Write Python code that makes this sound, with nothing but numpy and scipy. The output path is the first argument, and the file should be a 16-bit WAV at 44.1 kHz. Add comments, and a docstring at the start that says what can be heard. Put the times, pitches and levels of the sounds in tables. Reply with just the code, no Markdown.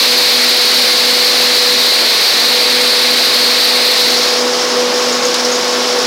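"""A fierce hiss, like escaping air, overloads the microphone and dies away after four seconds.
Beneath it a concrete pump truck works under a steel bridge: the diesel roars at steady speed,
gears whine thinly, and the hydraulic pump's piston pulses hum, sagging once under load.
Once the hiss is gone, gravelly concrete is heard rattling in the steel chute, with a few sharper
clatters from bigger stones."""
import sys
import numpy as np
from scipy import signal
from scipy.fft import rfft, irfft
from scipy.io import wavfile
from scipy.ndimage import uniform_filter1d

SR = 44100
rng = np.random.default_rng(int(sys.argv[2]) if len(sys.argv) > 2 else 0)


def inscribe(sig):
    """Save sig as 16-bit PCM at rate SR to the path in sys.argv[1].

    A 1-D sig is mono; a 2-D sig holds one channel per row.
    Samples are clipped to [-1, 1] before scaling.
    """
    pcm = np.round(np.clip(np.atleast_2d(sig).T, -1, 1) * 32767)
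    wavfile.write(sys.argv[1], SR, pcm.astype(np.int16))


N = 267246
TIME = np.arange(N) / SR


def air_hiss(start_db=-6.9, fall_db_per_s=.4, flutter_db=.77, throttle_s=3.96, shut_s=4.42):
    """A turbulent jet with a faint whistle weakens as the pressure drops, then is throttled shut."""
    # The jet's broad resonances. Each row: centre in Hz, width in Hz, relative gain in dB.
    jet_modes = [(2020, 1700, -6), (4192, 1360, 3.5), (9000, 3100, -19.5), (14000, 6500, -25)]
    jet = sum(from_db(db) * resonate(rng.standard_normal(N), hz, width) for hz, width, db in jet_modes)
    whistle = from_db(-25) * noise_band(hz=2203, width_hz=7)
    opening = np.clip((shut_s - TIME) / (shut_s - throttle_s), 0, 1)
    level_db = start_db - fall_db_per_s * TIME + flutter_db * drift(45)
    return np.sqrt(opening) * from_db(level_db) * (rms_one(jet) + whistle)


def diesel(firing_hz=49.91, roar_db=-16, knock_db=.3, gust_db=.3, waver_db=1.3):
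    """The roar swells with each firing, and the engine's tones waver in the open air."""
    # Colour of the engine and fan roar. Each row: frequency in Hz, relative density in dB.
    roar_spectrum = [(30, 3), (70, -8), (120, -11.5), (200, -8), (290, -5), (380, 0.3), (500, 1),
                     (750, 0.5), (1200, -1.5), (1800, -4.5), (2600, -6), (4200, -2.5), (8000, -20.5),
                     (15500, -30)]
    # The engine's tones. Each row: multiple of the firing rate, level in dB.
    engine_orders = [(3, -43.5), (4, -49), (7, -40), (8, -42.5), (11.5, -37.5), (14.5, -40.5)]
    phase = phase_of(firing_hz * (1 + .00083 * drift(2.3)))
    swell = from_db(knock_db * np.cos(phase) + gust_db * drift(4))
    roar = from_db(roar_db) * coloured(rng.standard_normal(N) * swell, roar_spectrum)
    tones = sum(from_db(db + waver_db * drift(12)) * np.sin(order * phase + rng.uniform(0, 2 * np.pi))
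                for order, db in engine_orders)
    return roar + np.sqrt(2) * tones


def hydraulic_pump(tone_hz=493, sag_hz=13, dip_db=6.5, usual_db=-20, flutter_db=1.5):
    """Piston pulses sing over a throbbing hum; pitch and level sag once as the pump labours."""
    # The pump's partials. Each row: multiple of the main tone, relative level in dB.
    partials = [(.5, -8.5), (1, 0.5), (1.5, -31), (2, -26)]
    # The main tone's slow level ride. Each row: time in seconds, level in dB.
    level_ride = [(0, -23), (1.6, -19.7), (1.85, -23), (2.8, -19.3), (3.35, -22.5), (4.5, -20),
                  (4.85, -17.5), (5.06, -21), (6.06, -19)]
    throb_db, throb_peak_s, throb_period_s = 3.4, .10, .335
    surge_db, first_surge_s, surge_period_s = 2.4, 4.79, .236
    load = gate(1.97, 2.54, attack_s=.17, release_s=.23)
    phase = phase_of((tone_hz - sag_hz * load) * (1 + .002 * drift(30)))
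    ride_db = np.interp(TIME, *np.transpose(level_ride))
    throb = throb_db * np.cos(2 * np.pi * (TIME - throb_peak_s) / throb_period_s)
    surge_cycles = (TIME - first_surge_s) / surge_period_s
    surge = surge_db * np.clip(surge_cycles + 1, 0, 1) * np.cos(2 * np.pi * surge_cycles)
    tones = 0
    for multiple, db in partials:
        swing_db = ride_db - usual_db + flutter_db * drift(26)
        # The low hum throbs and follows the ride loosely; the upper partials surge near the end.
        swing_db = .3 * swing_db + throb if multiple < 1 else swing_db + surge
        tones += from_db(usual_db + db + swing_db - dip_db * load) * np.sin(multiple * phase)
    return np.sqrt(2) * tones


def gravel(ticks_per_s=5000, size_db=3, clump_db=2.5):
    """Countless stones tick on the steel chute in clumps, one stream for each resonance."""
    # The chute's resonances. Each row: centre in Hz, width in Hz, relative gain in dB.
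    chute_modes = [(5110, 1630, 7.5), (6500, 1460, -5), (9600, 6300, -18)]
    rattle = 0
    for hz, width, db in chute_modes:
        hits = rng.random(N) < ticks_per_s * from_db(clump_db * drift(15)) / SR
        sizes = from_db(size_db * np.minimum(rng.exponential(1, N), 4)) * rng.choice([-1, 1], N)
        rattle += from_db(db) * resonate(hits * sizes, hz, width)
    return pour_flow() * rms_one(rattle)


def pour_flow(rush_db=7, settle_s=.25):
    """Strength of the flow in the chute: each pour rushes in, settles and stops."""
    # Pours of concrete. Each row: start in seconds, end in seconds, settled level in dB.
    pours = [(-.3, 2.0, -22), (2.03, 2.52, -21.5), (3.85, 6.4, -19)]
    flow = 0
    for start, end, db in pours:
        rush = np.exp(-np.maximum(TIME - start, 0) / settle_s)
        flow += from_db(db + rush_db * rush) * gate(start, end, attack_s=.25, release_s=.17)
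    return flow


def clatters(attack_s=.0008):
    """Bigger stones skitter on the steel: short bursts, each with its own ring."""
    # Stone hits. Each row: start in seconds, level in dB, centre in Hz, width in Hz, decay in seconds.
    stone_hits = [(4.550, -17, 4500, 3000, .012), (5.122, -18, 6800, 600, .015),
                  (5.250, -14.5, 6450, 800, 0.014), (5.342, -8.5, 4400, 2700, 0.009),
                  (5.395, -17, 4800, 2500, 0.017), (5.449, -13, 5600, 700, 0.011),
                  (5.517, -14.5, 6550, 500, 0.02)]
    out = np.zeros(N)
    for start, db, hz, width, decay in stone_hits:
        age = np.maximum(TIME - start, 0)
        burst = np.minimum(age / attack_s, 1) * np.exp(-age / decay)
        out += from_db(db) * burst * noise_band(hz, width)
    return out


def gears(swell_db=4.5, swell_peak_s=5.3, swell_width_s=.6, waver_db=2.3):
    """The gears' thin, unsteady whine and its octave come forward once near the end."""
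    # The whine's tones. Each row: frequency in Hz, resting level in dB.
    whine_tones = [(1100.5, -34), (2202.5, -45)]
    speed = 1 + .0029 * drift(10)
    swell = np.exp(-((TIME - swell_peak_s) / swell_width_s) ** 2)
    whine = sum(from_db(db + swell_db * swell + waver_db * drift(8)) * np.sin(phase_of(hz * speed))
                for hz, db in whine_tones)
    return np.sqrt(2) * whine


def from_db(db):
    """Decibels to gain."""
    return 10 ** (np.asarray(db) / 20)


def rms_one(x):
    """Scale to unit power."""
    return x / np.sqrt(np.mean(x ** 2) + 1e-20)


def phase_of(hz):
    """Running phase, in radians, of a moving pitch."""
    return 2 * np.pi * np.cumsum(hz) / SR


def gate(start, end, attack_s, release_s):
    """Rises from 0 at the start, holds at 1, and is back at 0 by the end."""
    return np.clip(np.minimum((TIME - start) / attack_s, (end - TIME) / release_s), 0, 1)


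def drift(rate_hz):
    """Smooth random wander at unit power, rolling off above the given rate."""
    hz = np.arange(N // 2 + 1) * SR / N
    return rms_one(irfft(rfft(rng.standard_normal(N)) / (1 + (hz / rate_hz) ** 2), N))


def coloured(x, spectrum):
    """Shape a sound with an EQ curve of (Hz, dB) points, at unit power."""
    hz, db = np.transpose(spectrum)
    bin_hz = np.maximum(np.arange(N // 2 + 1) * SR / N, 1)
    curve_db = np.interp(np.log(bin_hz), np.log(hz), db)
    return rms_one(irfft(rfft(x) * from_db(curve_db), N))


def resonate(x, hz, width_hz):
    """A resonance applied twice for steep skirts, with unity gain at its peak."""
    radius = np.exp(-np.pi * width_hz / SR)
    gain = (1 - radius ** 2) / 2
    stage = [gain, 0, -gain, 1, -2 * radius * np.cos(2 * np.pi * hz / SR), radius ** 2]
    return signal.sosfilt([stage, stage], x + 1e-18)


def noise_band(hz, width_hz):
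    """Noise ringing in one resonance, at unit power."""
    return rms_one(resonate(rng.standard_normal(N), hz, width_hz))


def scene():
    """Truck, hiss and concrete mix to mono, the same in both channels."""
    site = diesel() + gears() + hydraulic_pump() + air_hiss() + gravel() + clatters()
    return np.stack([site, site])


def overload(x, ceiling=.55, hardness=12):
    """The input saturates with a tight knee, spraying the hiss into the treble."""
    return x / (1 + np.abs(x / ceiling) ** hardness) ** (1 / hardness)


def gain_control(x, threshold_db=-13, slope=.31, window_s=.21):
    """Turns the gain down by a share of the excess over the threshold."""
    power = uniform_filter1d(np.mean(x ** 2, axis=0), int(window_s * SR))
    excess_db = np.maximum(10 * np.log10(power + 1e-12) - threshold_db, 0)
    return x * from_db(-slope * excess_db)


def record(dry, bass_cut_hz=185, top_cut_hz=15850, trim_db=-.32):
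    """The microphone chain: overload, thinned bass, gain control and a steep top cut."""
    bass_cut = signal.butter(3, bass_cut_hz, "high", fs=SR, output="sos")
    top_cut = signal.ellip(14, .1, 80, top_cut_hz, fs=SR, output="sos")
    thinned = signal.sosfilt(bass_cut, overload(dry))
    return signal.sosfilt(top_cut, from_db(trim_db) * gain_control(thinned))


dry = scene()
out = record(dry)
inscribe(out)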